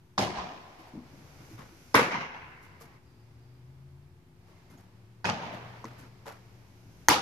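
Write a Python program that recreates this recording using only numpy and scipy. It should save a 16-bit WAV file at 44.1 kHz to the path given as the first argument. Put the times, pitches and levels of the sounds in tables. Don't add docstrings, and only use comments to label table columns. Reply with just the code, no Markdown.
import sys
import numpy as np
from scipy import signal
from scipy.io import wavfile
from scipy.ndimage import uniform_filter1d

SR = 44100
rng = np.random.default_rng(int(sys.argv[2]) if len(sys.argv) > 2 else 0)


def wav_out(sig):
    wavfile.write(sys.argv[1], SR, np.round(np.clip(np.atleast_2d(sig).T, -1, 1) * 32767).astype(np.int16))


def rack_gain(trim_db):
    fader = np.asarray(trim_db, float)
    return 10 ** (fader / 20)


N = 317961

# (frequency [Hz], level difference [dB])
HALL_PAN = [(35, 11), (60, 5), (110, -1.5), (200, 4.5), (380, 0), (700, 1.5), (1290, 0), (2380, -0.5),
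            (4970, -3.5), (7180, -4), (8600, 9.5), (10400, 16), (12500, 9), (15000, 4)]


def evened(x):
    return x / np.sqrt(np.mean(x ** 2) + 1e-20)


def smoothed(x, size):
    return uniform_filter1d(uniform_filter1d(x, size=size), size=size)


def read(points, hz):
    f, value = np.transpose(points)
    return np.interp(np.log(hz + 1), np.log(f + 1), value)


def unit(points, hz):
    return evened(rack_gain(read(points, hz)))[:, None]


def add(mix, s, sound):
    part = mix[:, round(s * SR):][:, :sound.shape[1]]
    part += sound[:, :part.shape[1]]


def panned(x, db):
    return x * rack_gain(np.array([[db / 2], [-db / 2]]))


def resonate(x, hz, width):
    pole = np.exp((-np.pi * width + 2j * np.pi * hz) / SR)
    return 2 * signal.lfilter([1 - abs(pole)], [1, -pole], x).real


def resonate_twice(x, hz, width):
    return resonate(resonate(x, hz, width), hz, width)


def filtered(x, order, hz, kind="low"):
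    return signal.sosfilt(signal.butter(order, hz, kind, fs=SR, output="sos"), x)


def noise(magnitude, length, same, pan, patchy_db, size):
    hop = size // 4
    hz = np.fft.rfftfreq(size, 1 / SR)
    t = np.arange(length // hop + 5) * hop / SR
    a, b, c, d, patches = rng.standard_normal((len(t), len(hz), 5)).T
    patches = uniform_filter1d(patches, size=5, axis=0)
    patches = evened(uniform_filter1d(patches, size=6, axis=1))
    like = np.clip(read(same, hz), -1, 1)[:, None]
    left = a + 1j * b
    right = like * left + np.sqrt(1 - like ** 2) * (c + 1j * d)
    z = np.array([left, right])
    z *= rack_gain(np.outer([.5, -.5], read(pan, hz)))[:, :, None] * rack_gain(patchy_db * patches)
    z *= magnitude(hz, t) / np.sqrt(size * 0.72)
    return signal.istft(z, nperseg=size, noverlap=size - hop)[1][:, :length]


def gate_opening(t, opens, shuts, closing):
    return np.clip(np.minimum((t - opens) / 0.15, 1 + (shuts - t) / closing), 0, 1)


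def flight(t, thrown, caught, db):
    fade_in_s, far_db, silent_db = 0.069, -11, -25.5
    rise_db = np.interp(t, [thrown, thrown + fade_in_s, caught], [silent_db, far_db, 0])
    return rack_gain(db + rise_db) * (t < caught)


def vent():
    # (time [s], level [dB])
    whistle_level = [(3.03, -100), (3.06, -80), (3.24, -79), (3.3, -92), (3.4, -82), (3.55, -80),
                     (3.7, -100)]
    grip_db = -79
    air = rng.standard_normal((4, N))
    whistle_db = np.interp(np.arange(N) / SR, *np.transpose(whistle_level))
    whistle = evened(resonate_twice(air[:2], 4800, 120)) * rack_gain(whistle_db)
    tremor = evened(resonate_twice(air[2:], 26, 33))
    grip = evened(smoothed(air[0], 9000))
    return whistle + rack_gain(grip_db + 3.6 * grip) * panned(tremor, 3.6)


def fans():
    # (frequency [Hz], density [dB per Hz])
    rumble_colour = [(12, -49), (20, -27.5), (91, 2.5), (145, 2), (158, -10), (278, -7), (386, -16),
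                     (455, -17.5), (552, -27.5), (700, -18), (910, -46.5), (1540, -120)]
    air_colour = [(240, -33.5), (400, -2), (715, -8), (772, -5.5), (900, -6.5), (1420, -12), (2250, -12),
                  (3410, -19), (5150, -17.5), (8530, -31), (13700, -32), (14600, -40), (15500, -65.5)]
    seam_colour = [(880, -31.5), (1500, 1), (1790, -17), (2200, -3.5), (2860, -8), (3700, -13), (6070, -5),
                   (8210, -18.5), (12300, -11.5), (13700, -24.5), (15500, -49)]
    hiss_colour = [(290, -35.5), (500, -17), (792, -12), (839, -0.5), (1090, -7.5), (1990, -10.5),
                   (5830, -20.5), (11100, -24), (13800, -24.5), (15500, -42)]
    # (frequency [Hz], correlation [-1 to 1])
    fan_same = [(60, 0.94), (180, 0.92), (550, 0.63), (1650, -0.001), (4970, 0.07), (15000, -0.3)]
    # (frequency [Hz], level difference [dB])
    fan_pan = [(60, 2.5), (130, 2.5), (290, 2.5), (640, 3), (1410, -1), (3100, -1.5), (6820, -3.5),
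               (15000, 14.5)]
    # (opens [s], shuts [s], closing time [s], air let through [dB], rumble lift [dB])
    gate_spells = [(0.348, .9, 0.4, -56, 0.6), (0.91, 1.6, 0.68, -56, 4.5),
                   (2.296, 2.963, 0.033, -60.5, 3.5), (2.901, 3.501, 1, -65.5, 1),
                   (4.36, 4.598, 0.84, -60.5, 0.5), (5.498, 6.077, .04, -55, 3), (5.9, 6.4, 0.94, -59, 2),
                   (6.746, 7.301, 0.11, -62, 4)]
    # (thrown [s], caught [s], level at the glove [dB])
    throws = [
        (1.027, 1.939, -58.5),
        (1.1, 1.56, -63.5),
        (6.2, 7.075, -63.5),
    ]
    rumble_db, air_shut_db, gate_depth_db, hiss_db = -56.5, -77.5, 9.5, -67.5
    hum_hz, hum_db = 361, -71.5

    def magnitude(hz, t):
        opening = np.array([gate_opening(t, *spell[:3]) for spell in gate_spells])
        open_air_db, lift_db = np.transpose(gate_spells)[3:, :, None]
        rumble = unit(rumble_colour, hz) * rack_gain(rumble_db + (lift_db * opening).max(axis=0))
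        air_db = open_air_db - gate_depth_db * (1 - opening)
        air_db = air_db.max(axis=0, where=opening > 0, initial=-99)
        air = unit(air_colour, hz) * rack_gain(np.maximum(air_db, air_shut_db))
        ball = unit(seam_colour, hz) * sum(flight(t, *throw) for throw in throws)
        hiss = unit(hiss_colour, hz) * rack_gain(hiss_db)
        return np.sqrt(rumble ** 2 + air ** 2 + ball ** 2 + hiss ** 2)

    waver = 0.15 * evened(resonate(rng.standard_normal(N), hum_hz, 5.0))
    hum = evened(np.sin(2 * np.pi * hum_hz * np.arange(N) / SR) + waver)
    return noise(magnitude, N, fan_same, fan_pan, patchy_db=0.0, size=1024) + rack_gain(hum_db) * hum


def engine():
    # (time [s], lower order [Hz])
    speed = [(2.7, 62), (3.1, 66), (4.0, 83), (4.55, 99), (5.0, 113), (5.7, 120), (6.3, 116), (6.7, 113),
             (7.3, 104)]
    # (frequency [Hz], level [dB])
    wall = [(62, -83.5), (83, -57.5), (99, -67.5), (114, -57), (124, -52.5), (138, -50), (147, -64),
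            (200, -65)]
    order_ratio, upper_order_db = 5 / 3, -2
    arrives_s, swell_s = 2.65, 0.7
    t = np.arange(N) / SR
    hz = np.interp(t, *np.transpose(speed))
    low_db = read(wall, hz)
    high_db = read(wall, hz * order_ratio) + upper_order_db
    drift = smoothed(rng.standard_normal((4, N)), 2500)
    drift /= drift.std()
    turns = np.cumsum(hz) / SR
    low = rack_gain(low_db + 1.2 * drift[0]) * np.sin(2 * np.pi * turns + .5 * drift[1])
    high = rack_gain(high_db + 1.3 * drift[2]) * np.sin(2 * np.pi * turns * order_ratio + 0.4 * drift[3])
    swell = np.clip((t - arrives_s) / swell_s, 0, 1)
    return panned(np.sqrt(2) * (low + high) * swell, 2.5)


def scuff(scrape_db, thud_db, rustle_db):
    # (frequency [Hz], width [Hz], level [dB])
    port_modes = [(5840, 6100, 10.5), (10900, 3600, 13)]
    scrape_hz, scrape_width_hz, t60_s = 770, 1730, 0.29
    grit_per_s, grit_db = 310, 3
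    t = np.arange(SR // 3) / SR
    stroke = (1 - np.exp(-t / (0.059 * t60_s + 1e-4))) * rack_gain(-60 * t / (t60_s + 0.012))
    grit = rng.standard_normal((2, len(t)))
    grit[1] = 0.34 * grit[0] + 1.2 * grit[1]
    catches = np.interp(t * grit_per_s, np.arange(len(t)), rng.standard_normal(len(t)))
    grit *= rack_gain(grit_db * catches)
    thud = filtered(grit[0], 2, (105, 306), "band")
    scrape = filtered(resonate_twice(grit, scrape_hz, scrape_width_hz), 2, 300, "high")
    rustle = sum(rack_gain(db) * resonate_twice(grit, hz, width) for hz, width, db in port_modes)
    rustle = filtered(rustle, 10, 13800)
    mixed = rack_gain(scrape_db - 8.0) * evened(scrape) + rack_gain(thud_db) * evened(thud)
    mixed = mixed + rack_gain(rustle_db + 1.5 - 120 * t) * evened(rustle)
    return panned(mixed * stroke, 2.8)


def thump(hz, db, t60=0.15):
    t = np.arange(SR // 3) / SR
    ring = np.sin(2 * np.pi * hz * t) * (1 - np.exp(-t * hz)) * rack_gain(db - 60 * t / t60)
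    return panned(ring, read(HALL_PAN, hz))


def hall(row, shut, colour, late_colour):
    # (time [s], level [dB], rise [s], t60 [s])
    slaps = [(0.33, -31.5, 0.043, 0.3), (0.375, -34, 0.011, 1), (0.78, -49.5, 0.02, 1),
             (2.109, -26, 0.011, 0.61), (2.20, -31, 0.013, 0.19), (2.329, -42.5, 0.019, 0.48),
             (5.290, -23, 0.004, 0.094), (5.40, -39, 0.04, 0.94), (5.53, -53, 0.0077, 0.27)]
    # (frequency [Hz], t60 [s])
    late_t60 = [(100, 1.3), (300, 1.3), (800, 1.74), (2000, 2.1), (5000, 1.16), (12000, .7)]
    # (frequency [Hz], factor on the early t60)
    early_speed = [(100, 1.1), (500, 1.146), (2000, 1.0), (6000, 0.99), (12000, 0.62)]
    # (frequency [Hz], correlation [-1 to 1])
    wash_same = [(60, 0.8), (130, 0.9), (290, 0.93), (500, .75), (740, 0.45), (1220, -0.0091),
                 (2000, -0.17), (3100, 0.015), (6820, 0.01), (15000, -0.11)]
    # (frequency [Hz], level [dB])
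    port_tone = [(3000, -0.5), (6500, 1.5), (7600, -2), (9000, -4.5), (11200, 1), (13600, 5), (15500, 8)]
    pile_up_s = .014
    s, early_db, held, t60, late_db = row

    def magnitude(hz, t):
        speed = read(early_speed, hz)[:, None]
        early = unit(colour, hz) * rack_gain(early_db - 60 * np.maximum(t - held, 0) / (t60 * speed))
        late = rack_gain(late_db - 60 * t / read(late_t60, hz)[:, None]) ** 2
        for at, db, rise, ring in slaps:
            since = t + s - at
            if s < at < shut:
                decay = rack_gain(db - 60 * np.maximum(since - rise, 0) / (ring * speed))
                late = late + (np.clip(since / rise, 0, 1) * decay) ** 2
        gate = rack_gain(np.interp(t + s - shut, [0, .02, .4], [0, -9, -40]))
        power = early ** 2 + unit(late_colour, hz) ** 2 * late
        return np.sqrt(power) * gate * rack_gain(read(port_tone, hz))[:, None]

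    wash = noise(magnitude, round(1.6 * SR), wash_same, HALL_PAN, patchy_db=1.5, size=1024)
    wash = filtered(wash, 4, 70, "high")
    return wash * np.minimum(np.arange(wash.shape[1]) / SR / pile_up_s, 1)


def smack(db, pocket_hz, crack_db, lag_ms):
    rise_s, crack_late_s = .0004, .0006
    far = lag_ms < -.08
    crack_hz = 4600 if far else 5700
    top_hz = 8000 if far else 15000
    port_lag_s = np.array([[max(-lag_ms, 0)], [max(lag_ms, 0)]]) / 1000
    t = np.maximum(np.arange(800) / SR - port_lag_s, 0)
    overtone = rack_gain(-2.5 - 60 * t / 0.024) * np.sin(2 * np.pi * 1.85 * pocket_hz * t)
    pocket = np.sin(2 * np.pi * pocket_hz * t) + overtone
    pocket *= -(1 - np.exp(-t / 0.0012)) * rack_gain(-60 * t / 0.014)

    ticks = rng.standard_normal(800)
    t = np.maximum(t - crack_late_s, 0)
    spray = np.array([np.interp(side * SR, np.arange(800), ticks) for side in t])
    spray *= t / rise_s * np.exp(-t / rise_s) + .25 * np.exp(-t / .0012) * (t > 0)
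    crack = resonate_twice(spray, crack_hz, 2300)
    crack = crack + rack_gain(-29) * resonate(resonate(spray, 10000, 5000), 8500, 5000)
    laces = np.sin(2 * np.pi * crack_hz * t) * t / rise_s * np.exp(1 - t / rise_s / 2) / 2
    crack = filtered(crack / abs(crack).max() + 0.15 * laces, 4, top_hz)

    whistle = resonate_twice(spray, 11300, 1900) * rack_gain(np.array([[3], [-22]]))
    upper = resonate_twice(spray, 13000, 3000) * rack_gain(np.array([[2.5], [-15]]))
    whistle = whistle + rack_gain(-13) * upper
    whistle_db = crack_db - 23.5 + 50.5 * lag_ms
    leather = rack_gain(crack_db) * crack / abs(crack).max()
    return rack_gain(db) * (pocket + leather + rack_gain(whistle_db) * whistle / abs(whistle).max())


def scene():
    # (time [s], scrape [dB], thud [dB], rustle [dB])
    scuffs = [(0.787, -59.5, -78, -61), (0.859, -60, -69, -64), (0.934, -66, -36.5, -84),
              (1.128, -66, -47.5, -78), (1.189, -51, -50.5, -87), (1.39, -44.5, -48.5, -81),
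              (1.497, -50, -51, -59), (1.576, -33, -41.5, -56), (2.619, -49, -68, -57.5),
              (2.798, -41, -49, -50.5), (2.911, -52, -73, -83.5), (4.47, -52, -60, -70),
              (4.698, -45.5, -46, -59), (4.772, -48.5, -55.5, -61), (5.519, -33.5, -37.5, -57),
              (5.84, -35.5, -44, -58), (5.979, -41, -43.5, -53.5), (6.254, -30.5, -74, -49.5),
              (6.308, -41.5, -55, -59)]
    # (time [s], frequency [Hz], level [dB])
    footfalls = [(.16, 314, -58), (.375, 63, -32.5), (.79, 325, -47), (.934, 317, -40.5),
                 (.975, 243, -36.5), (.99, 171, -43), (1.13, 284, -46), (1.39, 120, -41), (1.51, 322, -43),
                 (1.53, 111, -33.5), (1.72, 331, -47), (2.81, 458, -48), (5.29, 189, -32.5),
                 (5.85, 456, -45.5), (6.268, 555, -41.5)]
    # (time [s], frequency [Hz], level [dB], t60 [s])
    knocks = [(1.9428, 4840, -24, 0.0099), (1.9524, 2120, -6, 0.005), (1.9524, 3420, -13, .006),
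              (1.9526, 4300, -18, .005), (1.9465, 5020, -27, .02), (1.9775, 1210, -19, .03),
              (.1785, 3760, -29.5, 0.034), (.2045, 2900, -30, 0.014), (.2110, 2290, -28, .02),
              (5.2445, 1490, -25, 0.018), (5.2535, 6500, -37.5, .03), (5.2985, 2800, -31, .01),
              (5.8428, 480, -31, .02), (6.261, 440, -38, 0.026), (4.57, 2080, -65, .12),
              (4.51, 896, -64, .12), (4.53, 1100, -64, .1), (4.51, 620, -63, .1), (1.582, 1200, -46, .03),
              (1.583, 130, -38, .12), (1.604, 1100, -47, .04), (.1965, 605, -26, 0.017),
              (4.700, 2100, -62, 0.13), (4.700, 6200, -62, .02), (4.775, 6700, -61, 0.045),
              (4.775, 690, -57, .08), (5.2600, 402, -25, 0.023), (5.8421, 1030, -23.5, .016),
              (5.846, 230, -36, 0.092), (5.848, 330, -37, .07), (5.8545, 2000, -39, .02),
              (6.258, 900, -40, 0.022), (6.272, 443, -35.5, .05), (6.2768, 810, -34, 0.026),
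              (6.3062, 840, -34, .02), (7.0849, 1350, 2, .005), (7.0852, 1870, -6, .015),
              (7.085, 13800, -20, .005), (7.0915, 4400, -18, .012), (7.0852, 6400, -13, 0.01)]
    # (time [s], frequency [Hz], level [dB], t60 [s])
    further_knocks = [(.1795, 1150, -24, .02), (.184, 1650, -31, .04), (.190, 4000, -33, .02),
                      (.2025, 980, -25, .03), (.233, 2050, -32, .03), (.241, 2950, -35, .03),
                      (.268, 740, -31, .06), (.372, 1650, -40, .04), (.385, 1000, -37, .08), (.46, 740, -39, .2),
                      (1.951, 480, -17, .025), (1.9755, 1600, -18, .03), (1.978, 1000, -15, .05),
                      (1.990, 480, -17, .06), (1.996, 2100, -21, .04), (2.11, 2000, -27, .04),
                      (2.12, 950, -28, .06), (2.15, 1000, -26, .07), (2.13, 2350, -32, .06),
                      (2.812, 1180, -51, .08), (2.83, 700, -55, .1), (5.245, 190, -21, .05),
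                      (5.2525, 2530, -26, .04), (5.26, 170, -26, .05), (5.305, 700, -30, .05),
                      (5.41, 150, -33, .05), (5.43, 920, -38, .12), (5.535, 650, -38, .06),
                      (7.0846, 15600, -18, .004), (7.085, 3200, -10, .006), (7.091, 2100, -16, .015),
                      (7.096, 1150, -17, .02), (7.106, 300, -19.5, .05), (7.108, 2150, -18, .025),
                      (7.109, 4900, -22, .02), (7.114, 940, -12, .05), (7.128, 2900, -22, .02),
                      (7.136, 850, -18, .1), (7.158, 500, -22, .04), (7.16, 1250, -24, .05),
                      (7.186, 800, -23, .05)]
    # (time [s], early wash [dB], held [s], early t60 [s], late wash [dB])
    pops = [
        (0.1788, -23, 0.034, 0.5, -38),
        (1.9428, -14, 0.02, 0.45, -29.5),
        (5.2422, -25, 0.0096, 0.39, -30),
        (7.086, -16.5, 0.04, 0.3, -52),
    ]
    gate_shuts = [1.05, 2.98, 6.07, 7.5]
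    # (frequency [Hz], density [dB per Hz])
    early_colours = [
        [(29, -49), (50, -12), (201, -2), (295, -12.5), (341, -1.5), (434, -10.5), (913, -5.5), (1340, -15.5),
         (2170, -16.5), (5520, -23.5), (12200, -42), (14000, -55), (15500, -70)],
        [(29, -56.5), (50, -23.5), (103, -11), (385, -6), (455, -3.5), (771, -8), (1000, -2), (1880, -6.5),
         (2110, -6), (3580, -17.5), (12200, -34.5), (14500, -48), (15500, -60.5)],
        [(29, -45), (50, -19), (85, -19), (183, 2.5), (317, -15.5), (913, -3), (1700, -11.5), (2560, -8.5),
         (3950, -19.5), (5140, -17.5), (11600, -42), (14000, -54), (15500, -70)],
        [(29, -78), (50, -41), (144, -6.5), (262, -13), (303, -4.5), (607, -8), (760, -3), (880, 2.5),
         (1050, -5), (1250, -3), (1920, -8.5), (3580, -10), (6230, -17.5), (12500, -31), (15500, -48)],
    ]
    # (frequency [Hz], density [dB per Hz])
    late_colours = [
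        [(71, -47), (120, -21), (186, 0.5), (256, -7.5), (474, -8), (567, -10), (679, -1), (991, -1),
         (1340, -10.5), (2740, -13.5), (5600, -24.5), (7260, -33.5), (14000, -61)],
        [(88, -37.5), (150, -4), (309, -10), (352, -10), (515, -6), (577, -16), (698, -5.5), (860, -4),
         (1000, 1), (1130, -4), (1250, -6.5), (1600, -4.5), (1800, -9), (2120, -2.5), (2450, -10.5),
         (2750, -8.5), (3250, -16.5), (3600, -21), (6300, -26.5), (7400, -41), (14000, -53.5)],
        [(59, -35), (100, -3), (123, -4.5), (158, -4.5), (194, -3.5), (332, -15), (383, -11), (895, -7),
         (1270, -13.5), (2790, -19), (6510, -32), (7370, -40), (14000, -54.5)],
    ]
    # (frequency [Hz], level [dB], t60 [s])
    far_glove = [(108.2, -9.5, 0.21), (189, -6, 0.25)]
    near_glove = [(35, -27.5, .1), (104.2, -13, 0.17), (280, -5, 0.12), (455.3, -5, 0.16)]
    last_glove = [(45, -18, .08), (80, -3.5, 0.075), (307.6, -6, 0.15), (470, -12, 0.35)]
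    # (time [s], peak [dB], pocket ring [Hz], crack over the ring [dB], right port late by [ms])
    arrivals = [(.1779, -18, 730, -6, -0.22), (.1797, -9, 1044, -12.5, -.2),
                (.1830, -24.5, 890, 7.5, -0.57), (.1900, -21, 880, 3.5, -.1), (0.1957, -26, 600, -6, -0.25),
                (.2310, -18, 876, -16, -0.34), (1.9430, -10, 860, -8.5, .1), (1.9466, 1.5, 1070, -37, 0.18),
                (1.9519, -12, 1300, -9, 0.58), (1.9592, -15, 915, -5, 0.46),
                (1.9954, -18, 1140, -21.5, -0.16), (5.2436, -18, 900, -11.5, -0.2),
                (5.2480, -14, 950, -20, -0.16), (5.2530, -14, 1600, -29, -0.21),
                (5.2905, -11, 900, -29, -0.21), (5.2960, -15, 805, -19, -0.22),
                (5.2983, -16, 1500, -7, -0.293), (5.8439, -45, 1030, 7.5, -.01),
                (5.8533, -34, 1196, -6, 0.0), (7.0844, 1, 947, -6, 0.02), (7.0900, -10, 1300, -2, 0.58),
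                (7.1000, -16, 1130, -4, 0.4), (7.1075, -15, 1250, -3, 0.1), (7.1130, -20, 970, 0, 0.012)]
    flutter_db = 1

    mix = fans() + vent() + engine()
    wash = np.zeros((2, N))
    gloves = [far_glove, near_glove, far_glove, last_glove]
    lates = late_colours + late_colours[1:2]
    for row, shut, colour, late, glove in zip(pops, gate_shuts, early_colours, lates, gloves):
        add(wash, row[0], hall(row, shut, colour, late))
        add(mix, row[0], rack_gain(row[1]) * sum(thump(*mode) for mode in glove))
    layers = ((scuffs, scuff), (footfalls, thump), (knocks, thump), (further_knocks, thump), (arrivals, smack))
    for table, source in layers:
        for s, *rest in table:
            add(mix, s, source(*rest))
    flutter = evened(smoothed(rng.standard_normal(N), 90))
    return mix + wash * rack_gain(flutter_db * flutter)


def top_cut(x):
    return signal.sosfilt(signal.butter(12, 16840, fs=SR, output="sos"), x)


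def record(dry):
    hz, _, z = signal.stft(np.clip(dry, -1, 1), SR, nperseg=512)
    level_db = 10 * np.log10(4 / 3 * (abs(z) ** 2).sum(axis=1).mean(axis=0) + 1e-12)
    edge = 14200 + 115 * np.maximum(level_db + 24, 0) + 800 * np.maximum(level_db + 13, 0)
    z = z * (hz[:, None] < np.minimum(edge, 16800))
    rolled = signal.istft(z, SR, nperseg=512)[1][:, :N]
    return top_cut(rolled - .0005)


dry = scene()
out = record(dry)
wav_out(out)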